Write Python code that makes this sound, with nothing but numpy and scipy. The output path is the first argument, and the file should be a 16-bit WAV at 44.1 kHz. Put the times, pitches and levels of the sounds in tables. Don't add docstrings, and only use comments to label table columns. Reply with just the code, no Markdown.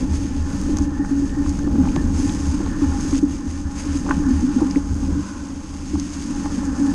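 import sys
import numpy as np
from scipy import signal
from scipy.io import wavfile
from scipy.ndimage import uniform_filter1d, minimum_filter1d

SR = 44100
rng = np.random.default_rng(int(sys.argv[2]) if len(sys.argv) > 2 else 0)


def to_wav(s):
    ch = np.atleast_2d(s).T
    pcm = np.round(np.clip(ch, -1, 1) * 32767)
    wavfile.write(sys.argv[1], SR, pcm.astype(np.int16))


N = 306054
TIME = np.arange(N) / SR


def amp(db):
    return 10 ** (np.asarray(db) / 20)


def unit(x):
    return x / np.sqrt(np.mean(x ** 2) + 1e-20)


def follow(curve):
    return np.interp(TIME, *np.transpose(curve))


def excess(curve, usual_db):
    return follow(curve) - usual_db


def played(x, level_db, span_s):
    power = uniform_filter1d(x ** 2, max(int(span_s * SR), 1))
    return x / np.sqrt(abs(power) + 1e-12) * amp(level_db)


def coloured(x, points):
    hz, db = np.transpose(points)
    grid_hz = abs(np.fft.fftfreq(16384, 1 / SR))
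    gain_db = np.interp(np.log(grid_hz + 1), np.log(hz), db)
    log_gain = np.log(amp(gain_db))
    taps = np.fft.ifft(np.exp(np.conj(signal.hilbert(log_gain)))).real
    return signal.oaconvolve(x, taps[:len(taps) // 2])[:len(x)]


def ring(x, modes):
    t = np.arange(SR // 2) / SR
    response = np.zeros(len(t))
    for k, (hz, width_hz, db) in enumerate(modes):
        decay = np.exp(-np.pi * width_hz * t)
        response += amp(db) * np.sqrt(width_hz) * decay * np.cos(2 * np.pi * hz * t + np.pi * k)
    return signal.oaconvolve(x, response / np.linalg.norm(response))[:len(x)]


def band(x, low_hz, high_hz, order=2):
    return signal.sosfilt(signal.butter(order, [low_hz, high_hz], "band", fs=SR, output="sos"), x)


def impacts(per_s, spread_db):
    size = amp(spread_db * np.minimum(rng.exponential(1, N), 4.5))
    sign = rng.choice([-1, 1], N)
    strikes = rng.random(N) < per_s / SR
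    return unit(size * sign * strikes)


def flutter(hz, depth_db):
    knots = rng.standard_normal(N)
    return amp(depth_db * np.interp(TIME * hz, np.arange(N), knots))


def waver(x, hz, depth):
    drift = np.interp(TIME * hz, np.arange(N), rng.standard_normal(N))
    position = np.arange(N) + np.cumsum(depth * drift)
    return np.interp(position, np.arange(N), x, period=N)


def add(mix, s, sound):
    part = mix[max(round(s * SR), 0):][:len(sound)]
    part += sound[:len(part)]


STIFFEN, SETTLE_S = 0.45, 0.0093


def swing(hz, length_s, rise_s, t60_s, sharp=0):
    t = np.arange(SR // 2) / SR
    turns = hz * (t + sharp * SETTLE_S * (1 - np.exp(-t / SETTLE_S)))
    swell = 1 - np.exp(-(t / rise_s) ** 2)
    decay = amp(-60 * np.maximum(t - length_s, 0) / t60_s)
    return swell * decay * np.sin(2 * np.pi * turns)


def dipped_under(steady, jolts, dip_from_db):
    excess_power = uniform_filter1d(jolts ** 2, SR // 40) / amp(dip_from_db) ** 2
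    return steady / np.sqrt(1 + abs(excess_power)) + jolts


def stretch(s, length_s, enter_s, leave_s):
    enter = np.clip(.5 + (TIME - s) / enter_s, 0, 1)
    return enter * np.clip(.5 + (s + length_s - TIME) / leave_s, 0, 1)


# (time [s], level [dB])
WIND = [(0, -29), (0.35, -31), (0.8, -27.5), (0.9, -34), (1.05, -31.5), (1.55, -29), (1.75, -28),
        (2.05, -26), (2.3, -30), (3.15, -30), (3.27, -34), (3.55, -37), (3.98, -33), (4.18, -28.5),
        (4.35, -32), (4.68, -36.5), (4.88, -30.5), (5.15, -29.5), (5.28, -43), (5.95, -37.5), (6.22, -40.5),
        (6.35, -34.5), (6.94, -36)]
USUAL_WIND_DB = -33
# (frequency [Hz], density [dB per Hz])
WIND_COLOUR = [(10, -26), (22, 3.5), (32, 0.5), (55, -2.5), (100, -10), (160, -10.5), (300, -20.5),
               (600, -33.5), (2000, -65.5)]


def wind(level_db=-29.5, gusts=1.0, lump_db=2.0):
    air = coloured(rng.standard_normal(N), WIND_COLOUR) * flutter(17, lump_db)
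    return played(air, level_db + gusts * excess(WIND, USUAL_WIND_DB), 0.11)


# (middle time [s], width [s], level [dB])
SWISHES = [(0.51, 0.06, -47), (4.28, 0.046, -44.5), (5.29, 0.13, -44)]
# (frequency [Hz], width [Hz], level [dB])
SWISH_MODES = [(1030, 84, 0.5), (1260, 210, -6), (1507, 89, -1)]


def swishes(level_db=0):
    swell = sum(amp(db) * np.exp(-((TIME - s) / width_s) ** 2 / 2) for s, width_s, db in SWISHES)
    brushing = band(ring(rng.standard_normal(N), SWISH_MODES), 850, 1800)
    return swell * played(brushing, level_db, 0.15)


# (time [s], peak level [dB], push length [s])
DIPS = [(0.087, -10, 0.065), (0.365, -13.5, 0.063), (0.656, -25, 0.039), (0.782, -11.5, 0.036),
        (1.457, -12, 0.045), (1.71, -13.5, 0.022), (2.026, -12, 0.076), (2.13, -15, 0.047),
        (2.279, -16, 0.033), (2.466, -10, 0.034), (2.639, -17.5, 0.034), (2.855, -11, 0.044),
        (3.28, -22, 0.064), (3.461, -15.5, 0.035), (3.643, -8, 0.014), (3.875, -15.5, 0.036),
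        (4.322, -10.5, 0.054), (4.882, -10, 0.037), (4.989, -16, 0.16), (5.922, -14.5, 0.048),
        (6.44, -19, 0.03)]
DIP_RISE_S, DIP_T60_S = .013, .2
# (frequency [Hz], width [Hz], level [dB])
SWAY_MODE = [(77.1, 4.2, 0)]


def sway(level_db=-32, growth=0.51, dip_db=-5.5, dip_from_db=-25):
    rocks = np.zeros(N)
    for s, db, length_s in DIPS:
        add(rocks, s, amp(db + dip_db) * swing(SWAY_MODE[0][0], length_s, DIP_RISE_S, DIP_T60_S))
    gentle = band(ring(rng.standard_normal(N), SWAY_MODE), 57.0, 96.0)
    gentle = played(gentle, level_db + growth * excess(WIND, USUAL_WIND_DB), 0.3)
    return dipped_under(gentle, rocks, dip_from_db)


# (time [s], level [dB])
RATTLE = [(0, -49.5), (0.35, -50.5), (0.5, -46), (1.0, -46), (1.22, -48), (1.42, -45), (1.54, -50),
          (1.85, -43.5), (2.05, -44.5), (2.3, -44), (2.9, -41), (3.15, -47), (3.24, -49.5), (3.6, -48.5),
          (3.9, -45), (4.0, -46), (4.28, -41), (4.4, -46.5), (4.6, -40.5), (4.9, -47.5), (5.3, -47.5),
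          (5.55, -51.5), (6.1, -50.5), (6.4, -43.5), (6.56, -45.5), (6.7, -41), (6.94, -43)]
USUAL_RATTLE_DB, RATTLES_PER_S = -46, 420
# (frequency [Hz], width [Hz], level [dB])
CASE = [(862, 150, -12), (1047, 93, -3), (1197, 113, -4.5), (1467, 290, -3)]
# (time [s], level [dB])
CASE_RING = [(0, -47), (0.1, -44), (0.2, -49.5), (0.43, -45), (0.6, -48), (0.83, -42.5), (0.93, -47),
             (1.01, -38), (1.22, -50.5), (1.35, -44.5), (1.6, -47), (1.86, -37.5), (1.95, -47.5),
             (2.3, -42.5), (2.78, -49.5), (2.93, -35), (3.05, -47), (3.35, -49.5), (3.55, -51.5),
             (3.68, -45), (4.0, -53), (4.12, -29.5), (4.17, -45), (4.35, -43.5), (4.7, -43), (4.95, -49),
             (5.05, -48), (5.2, -54), (5.8, -49.5), (6.1, -61), (6.45, -40.5), (6.55, -47), (6.85, -40.5),
             (6.94, -43)]
# (frequency [Hz], width [Hz], level [dB])
CASE_HOLLOW = [(822, 18.7, -2.5), (850, 25, -3.5), (872, 33, -5)]
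# (time [s], level [dB])
BUZZ = [(0, -53), (0.9, -49.5), (1.0, -42.5), (1.14, -52), (1.39, -43.5), (1.54, -64), (1.65, -43),
        (1.72, -62), (1.92, -54), (2.0, -37.5), (2.08, -59), (2.3, -47), (2.53, -59), (2.74, -43),
        (2.9, -48), (3.3, -55), (4.1, -50.5), (4.2, -52), (4.3, -41), (4.37, -52), (4.65, -53), (4.85, -71),
        (5.9, -66), (6.45, -50), (6.75, -49.5), (6.94, -44)]
# (frequency [Hz], width [Hz], level [dB])
BUZZ_MODES = [(1734, 66, -3), (1823, 51, -4)]


def rattle(level_db=-46, growth=0.91, hollow_db=-1, buzz_db=-2.0, scrub=1.77, unsteady_db=1.7):
    drive = impacts(RATTLES_PER_S, 0.87) + scrub * rng.standard_normal(N)
    drive = drive * flutter(45, unsteady_db)
    chatter = band(waver(ring(drive, CASE), 9, .008), 770, 1900, order=3)
    hollow = band(waver(ring(drive, CASE_HOLLOW), 5, 0.00404), 740, 906)
    buzz = band(waver(ring(drive, BUZZ_MODES), 11, 0.014), 1570, 2070)
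    chatter = played(chatter, level_db + growth * excess(RATTLE, USUAL_RATTLE_DB), 0.17)
    hollow = played(hollow, hollow_db + follow(CASE_RING), 0.16)
    return chatter + hollow + played(buzz, buzz_db + follow(BUZZ), 0.13)


# (time [s], level [dB], blow centre [Hz], dry click relative to level [dB])
KNOCKS = [(0.770, -37, 1000, 10.5), (0.7852, -33, 1110, -2), (1.047, -35.5, 1730, -6),
          (1.4608, -33, 1250, -3), (1.590, -37, 1500, -3), (1.674, -34.5, 950, -10),
          (1.754, -39, 1100, -15), (1.853, -33, 1300, -3), (1.872, -30, 850, -23), (1.962, -26.5, 950, 6),
          (1.970, -36, 950, -18), (2.603, -37, 900, -10), (2.662, -32.5, 990, 1), (2.996, -36, 1500, -8),
          (3.127, -35, 1200, -12), (3.148, -39, 1500, 11), (3.236, -40, 850, -13), (4.0625, -31, 900, -6),
          (4.089, -28, 1500, -16), (4.094, -29, 960, -22), (4.1083, -17, 1500, -30),
          (4.1103, -22, 1140, -30), (4.125, -34, 1500, -20), (4.237, -38, 1100, -10),
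          (4.604, -31, 1000, -18), (4.619, -27, 775, -21), (4.749, -36, 1400, -10), (4.758, -38, 480, -20),
          (5.030, -36.5, 900, -5), (5.9535, -34, 1000, -1), (6.458, -30, 920, 5.5), (6.630, -35, 800, -8)]
# (frequency [Hz], t60 [s], level [dB])
KNOCK_MODES = [(475, 0.081, 7), (818, 0.037, 0.5), (886, 0.05, -2), (1070, 0.032, -0.5),
               (1140, 0.033, -3.5), (1515, 0.025, -5), (1583, 0.054, -14), (1720, 0.027, -9),
               (2280, 0.009, -7), (2680, 0.011, -12)]


def knocks(level_db=0, octaves=0.52, rise_cycles=1.27, click_decay_s=0.00035):
    out, t = np.zeros(N), np.arange(SR // 8) / SR
    for s, db, centre_hz, click_db in KNOCKS:
        knock = np.zeros(len(t))
        for hz, t60_s, mode_db in KNOCK_MODES:
            swell = 1 - np.exp(-(hz * t / rise_cycles) ** 2)
            nearness = 1 / (1 + (np.log2(hz / centre_hz) / octaves) ** 4)
            knock += amp(mode_db - 60 * t / t60_s) * np.sin(2 * np.pi * hz * t) * swell * nearness
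        knock = knock / knock[:SR // 200].std()
        click = band(rng.standard_normal(len(t)) * np.exp(-t / click_decay_s), 1300, 3600, order=3)
        add(out, s, amp(db + level_db) * (knock + amp(click_db) * click / abs(click).max()))
    return out


# (time [s], peak level [dB], centre [Hz], width [octaves])
SNAPS = [(0.615, -25, 6400, 0.9), (0.771, -20.5, 5730, 0.9), (0.786, -20.5, 5650, 0.69),
         (0.822, -31, 6800, 0.56), (1.295, -37, 3300, 0.74), (1.494, -23, 6400, 0.64),
         (1.591, -29.5, 6400, 0.35), (1.888, -32, 2550, 0.32), (1.9624, -24, 4670, 1.0),
         (2.2955, -27, 3000, .7), (3.009, -25, 6640, 0.57), (3.1803, -26, 6440, 0.53),
         (3.955, -33, 6400, .6), (4.095, -29, 6760, 0.34), (4.11, -31.5, 2660, 0.18), (4.41, -32, 6200, .6),
         (4.7105, -23, 5260, 0.25), (4.7583, -27.5, 2120, 0.35), (4.944, -33, 6300, .6),
         (5.9985, -20, 5160, 0.7), (6.654, -26.5, 6500, .6)]
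# (frequency [Hz], width [Hz], level [dB])
CASE_TREBLE = [(6425, 230, 0)]


def snaps(level_db=3, decay_s=0.0017, splinters=0.1, ring_db=-8):
    out, t = np.zeros(N), np.arange(SR // 20) / SR
    for s, db, hz, octaves in SNAPS:
        burst = splinters * rng.standard_normal(len(t)) * np.exp(-t / decay_s)
        burst[0] = 1
        reach = 2 ** (octaves / 2)
        crack = band(burst, hz / reach, hz * reach)
        crack = crack + amp(ring_db) * ring(crack, CASE_TREBLE)
        add(out, s, amp(db + level_db) * crack / abs(crack).max())
    return out


# (time [s], treble level [dB], mids level [dB])
LEAVES = [(0.0, -42, -46.5), (0.07, -47.5, -53), (0.15, -40.5, -47.5), (0.34, -46.5, -52),
          (0.62, -42.5, -50.5), (0.8, -46.5, -52), (0.84, -43.5, -53), (0.87, -51.5, -56.5),
          (1.03, -49.0, -56.0), (1.06, -44.5, -56), (1.12, -48, -55), (1.27, -44.5, -52.5),
          (1.33, -50, -57.5), (1.48, -43.0, -50.5), (1.68, -49.5, -54.5), (1.9, -45, -50),
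          (2.13, -45.5, -53.5), (2.17, -38.0, -46.5), (2.5, -40.5, -49.0), (2.74, -46.5, -51.5),
          (3.11, -38.5, -48.0), (3.19, -39.0, -45), (3.2, -46, -56), (3.28, -47.5, -55), (3.32, -42.5, -50),
          (3.44, -48, -54.5), (3.52, -42.5, -50.5), (3.67, -48.5, -56), (3.74, -46.5, -55),
          (3.79, -39, -45.5), (3.91, -44.5, -49), (3.97, -38, -47.5), (4.07, -46.5, -53),
          (4.1, -42.5, -46.5), (4.27, -44.5, -53.5), (4.31, -43.5, -50.5), (4.71, -43.5, -49.5),
          (4.85, -46.5, -55.5), (4.95, -45.5, -54.5), (5.19, -46.5, -52.5), (5.24, -44, -51),
          (5.63, -48.5, -55), (6.14, -41.0, -48), (6.24, -42, -50), (6.63, -41.5, -49), (6.72, -47, -54.5),
          (6.78, -42.5, -52.5), (6.93, -42, -49)]
# (frequency [Hz], density [dB per Hz])
LEAF_COLOUR = [(300, -8.5), (900, 4), (1800, 0.5), (2600, 1), (3300, -2.5), (4100, -5), (4900, 1.5),
               (5900, -1), (7000, -1), (8500, -5), (10000, -10.5), (11000, -18), (12000, -28), (14000, -41)]
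LEAF_GRAINS_PER_S = 2600


def leaves(treble_db=0.0, mids_db=3.5, hiss=1.0, ring_db=-6, crisp_db=-10, clump_db=1.0, split_hz=4300):
    cracks = impacts(LEAF_GRAINS_PER_S, 2.66) + hiss * rng.standard_normal(N)
    crunch = unit(coloured(cracks * flutter(130, 0.89), LEAF_COLOUR))
    crisp = unit(band(coloured(impacts(220, 1.0), LEAF_COLOUR), 2800, 9000))
    crunch = crunch + amp(crisp_db) * crisp
    crunch = crunch + amp(ring_db) * unit(ring(crunch, CASE_TREBLE))
    mids = signal.sosfiltfilt(signal.butter(6, split_hz, fs=SR, output="sos"), crunch)
    s, treble_curve, mids_curve = np.transpose(LEAVES)
    treble = played(crunch - mids, treble_db + np.interp(TIME, s, treble_curve), 0.11)
    mids = played(mids, mids_db + np.interp(TIME, s, mids_curve), 0.24)
    return (treble + mids) * flutter(35, clump_db)


# (time [s], level [dB])
GROUND = [(0, -34.5), (0.5, -36.5), (0.72, -32), (0.92, -35.5), (1.55, -35), (1.8, -31), (2.35, -34.5),
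          (3.2, -34.5), (3.4, -36), (3.78, -38.5), (4.2, -33), (4.62, -32.5), (4.88, -37.5), (5.15, -34),
          (5.36, -39.5), (5.48, -37), (5.75, -41.5), (6.0, -35.5), (6.12, -39), (6.3, -34), (6.55, -35),
          (6.94, -32.5)]
USUAL_GROUND_DB = -34
# (frequency [Hz], density [dB per Hz])
ROLL_COLOUR = [(60, -38.5), (110, -10), (150, -5), (180, 5.5), (210, 2), (300, 2.5), (355, -5), (420, -43),
               (900, -66.5), (4000, -103)]
# (frequency [Hz], width [Hz], level [dB])
FRAME = [(142.4, 10, -17), (195.8, 3.1, -4.5), (221.9, 3.2, -10.5), (244, 3.7, -5)]
# (time [s], level [dB])
GRIND = [(0, -38), (0.3, -46), (0.6, -42), (1.0, -44), (1.6, -42.5), (1.76, -34), (1.88, -38.5),
         (2.1, -40.5), (2.35, -41), (2.5, -46), (2.65, -41), (3.2, -43), (3.3, -47), (3.6, -46), (4.0, -43),
         (4.22, -41.5), (4.5, -42.5), (4.95, -45.5), (5.25, -44.5), (5.4, -44), (5.75, -49.5), (6.1, -48),
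         (6.4, -42.5), (6.94, -38.5)]
# (frequency [Hz], density [dB per Hz])
GRIND_COLOUR = [(200, -20), (330, 7), (400, -2), (470, -3), (560, -0.5), (670, -15.5), (800, -14),
                (1500, -43), (6000, -88)]
# (start time [s], length [s], level [dB])
SCRAPES = [(0.555, 0.02, -46), (0.697, 0.05, -42), (1.216, .04, -43), (1.73, 0.05, -45),
           (1.962, 0.016, -28), (2.577, 0.12, -39.5), (3.22, 0.021, -43), (4.054, 0.066, -32.5),
           (4.578, 0.069, -37), (4.764, 0.024, -34), (5.087, 0.045, -41), (5.933, 0.03, -41.5)]
SCRAPE_EDGE_S = 0.011


def tyres(roll_db=-29.0, roll_growth=1.6, hollow_db=5.0, grind_db=0):
    roll = unit(coloured(impacts(500, 7.0), ROLL_COLOUR))
    hollow = unit(band(ring(impacts(400, 2.0), FRAME), 122, 270))
    drumming_db = roll_db + roll_growth * excess(GROUND, USUAL_GROUND_DB)
    drumming = played(roll + amp(hollow_db) * hollow, drumming_db, 0.17)
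    grind = played(coloured(impacts(1200, 2.3), GRIND_COLOUR), 0, 0.076)
    scrapes = sum(amp(db) * stretch(s, length_s, SCRAPE_EDGE_S, SCRAPE_EDGE_S) for s, length_s, db in SCRAPES)
    return drumming + grind * np.hypot(amp(grind_db + follow(GRIND)), scrapes)


# (frequency [Hz], width [Hz], level [dB])
MOUNT = [(277.6, 15.5, 2.5), (305.5, 35, -5)]
BUMPS_PER_S = 180


def mount(jolts, level_db=-26.0, growth=1.37, dip_from_db=-23):
    boom = band(ring(impacts(BUMPS_PER_S, 3.23), MOUNT), 245, 358)
    boom = played(boom, level_db + growth * excess(GROUND, USUAL_GROUND_DB), 0.094)
    return dipped_under(boom, jolts, dip_from_db)


# (time [s], peak level [dB], ring [Hz], push length [s], hardness [0-1])
THUMPS = [(0.0, -17.5, 256, 0.045, 0.24), (0.243, -18, 290, 0.015, 0.33), (0.612, -21, 275.3, 0.072, 0.3),
          (.693, -13, 282, 0.019, 0.75), (0.805, -11.5, 288, 0.01, 0), (0.86, -17, 290.5, 0.031, 0),
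          (0.993, -12, 283, 0.033, 0.1), (1.109, -10, 270.6, 0.025, 0.27), (1.149, -14, 280, 0.057, 0),
          (1.22, -12.5, 272, 0.028, 0.36), (1.37, -13, 278.4, 0.043, 0.43), (1.478, -15, 285, 0.041, 0.13),
          (1.640, -10, 284, 0.0033, 0.37), (1.671, -13.5, 290, 0.0078, 0.4),
          (1.734, -16, 214.7, 0.058, 0.32), (1.749, -20, 312, 0.012, .7), (1.785, -5.5, 259.3, 0.028, 0.24),
          (1.826, -12, 188, 0.022, .1), (1.853, -13, 270, 0.016, 0.2), (1.963, -15.5, 291, 0.0056, 0.9),
          (1.969, -17, 152, 0.021, 0.1), (2.039, -15, 226, 0.029, 0.44), (2.045, -20.5, 191.5, 0.076, 0.2),
          (2.23, -10, 280.3, 0.028, 0), (2.535, -12, 280.5, 0.019, 0), (2.601, -19.5, 292, 0.014, 0.76),
          (2.818, -9, 275.5, 0.029, 0.48), (2.934, -16, 263, 0.012, 0.2), (3.048, -14.5, 264.6, 0.028, 0.7),
          (3.126, -9.5, 270.5, 0.029, 0.5), (3.228, -4.5, 274, 0.015, 0.47), (3.255, -11, 274.7, 0.013, 0),
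          (3.297, -22, 285, 0.023, 0.2), (3.864, -18, 282, 0.052, 0), (3.949, -13, 278, 0.019, 0.25),
          (4.101, -12, 267, 0.014, 0.75), (4.168, -19, 163, 0.032, 0), (4.195, -14, 283, 0.025, 0.3),
          (4.261, -7.5, 270, 0.0097, 0), (4.287, -11, 250, 0.0055, 0), (4.305, -5, 246, 0.012, 0.26),
          (4.420, -14, 258, 0.008, 0.1), (4.436, -8.5, 249, 0.016, 0.52), (4.475, -13.5, 259, 0.01, 0.1),
          (4.562, -7.5, 248, 0.011, 0.3), (4.615, -6.5, 288.5, 0.012, 0.4), (4.654, -10, 267, 0.012, 0),
          (4.756, -16, 171, 0.0094, .8), (4.760, -4, 278, 0.011, 0.14), (4.902, -18.5, 268, 0.025, 0),
          (4.905, -25, 147, 0.028, 0.2), (5.024, -9, 265, 0.0056, 0.06), (5.102, -23, 280, 0.007, 0.7),
          (5.115, -22, 180, 0.067, 0.1), (5.15, -17, 283, 0.033, 0), (5.933, -12, 292, 0.016, 0.2),
          (5.95, -18, 200, 0.021, 0.1), (5.978, -18.5, 279, 0.038, 0.4), (6.575, -11.5, 241, 0.0081, 0.04),
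          (6.672, -12.5, 272.3, 0.015, 0), (6.797, -11, 282, 0.065, 0.04), (6.876, -9, 279, 0.016, 0.03)]
THUMP_RISE_S, THUMP_T60_S = .007, .08


def thumps(level_db=-2.5, unsteady_db=0.7):
    out = np.zeros(N)
    for s, db, hz, length_s, hard in THUMPS:
        rise_s = THUMP_RISE_S / (1 + hard)
        thump = swing(hz, length_s + rise_s / 2, rise_s, THUMP_T60_S, STIFFEN * hard)
        add(out, s - rise_s / 2, amp(db + level_db) * thump)
    return out * flutter(90, unsteady_db)


def scene():
    background = wind() + swishes() + sway()
    bike = rattle() + knocks() + tyres() + mount(thumps())
    return (background + bike + snaps() + leaves())[None]


EDGE_HZ = 13900


def record(dry):
    ceiling, size = .52, SR // 80
    gain = minimum_filter1d(ceiling / np.maximum(abs(dry), ceiling), size)
    gain = uniform_filter1d(gain, size)
    low_pass = signal.firwin(511, EDGE_HZ, window=("kaiser", 9), fs=SR)
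    return signal.oaconvolve(dry * gain, low_pass[None], "same")


dry = scene()
out = record(dry)
to_wav(out)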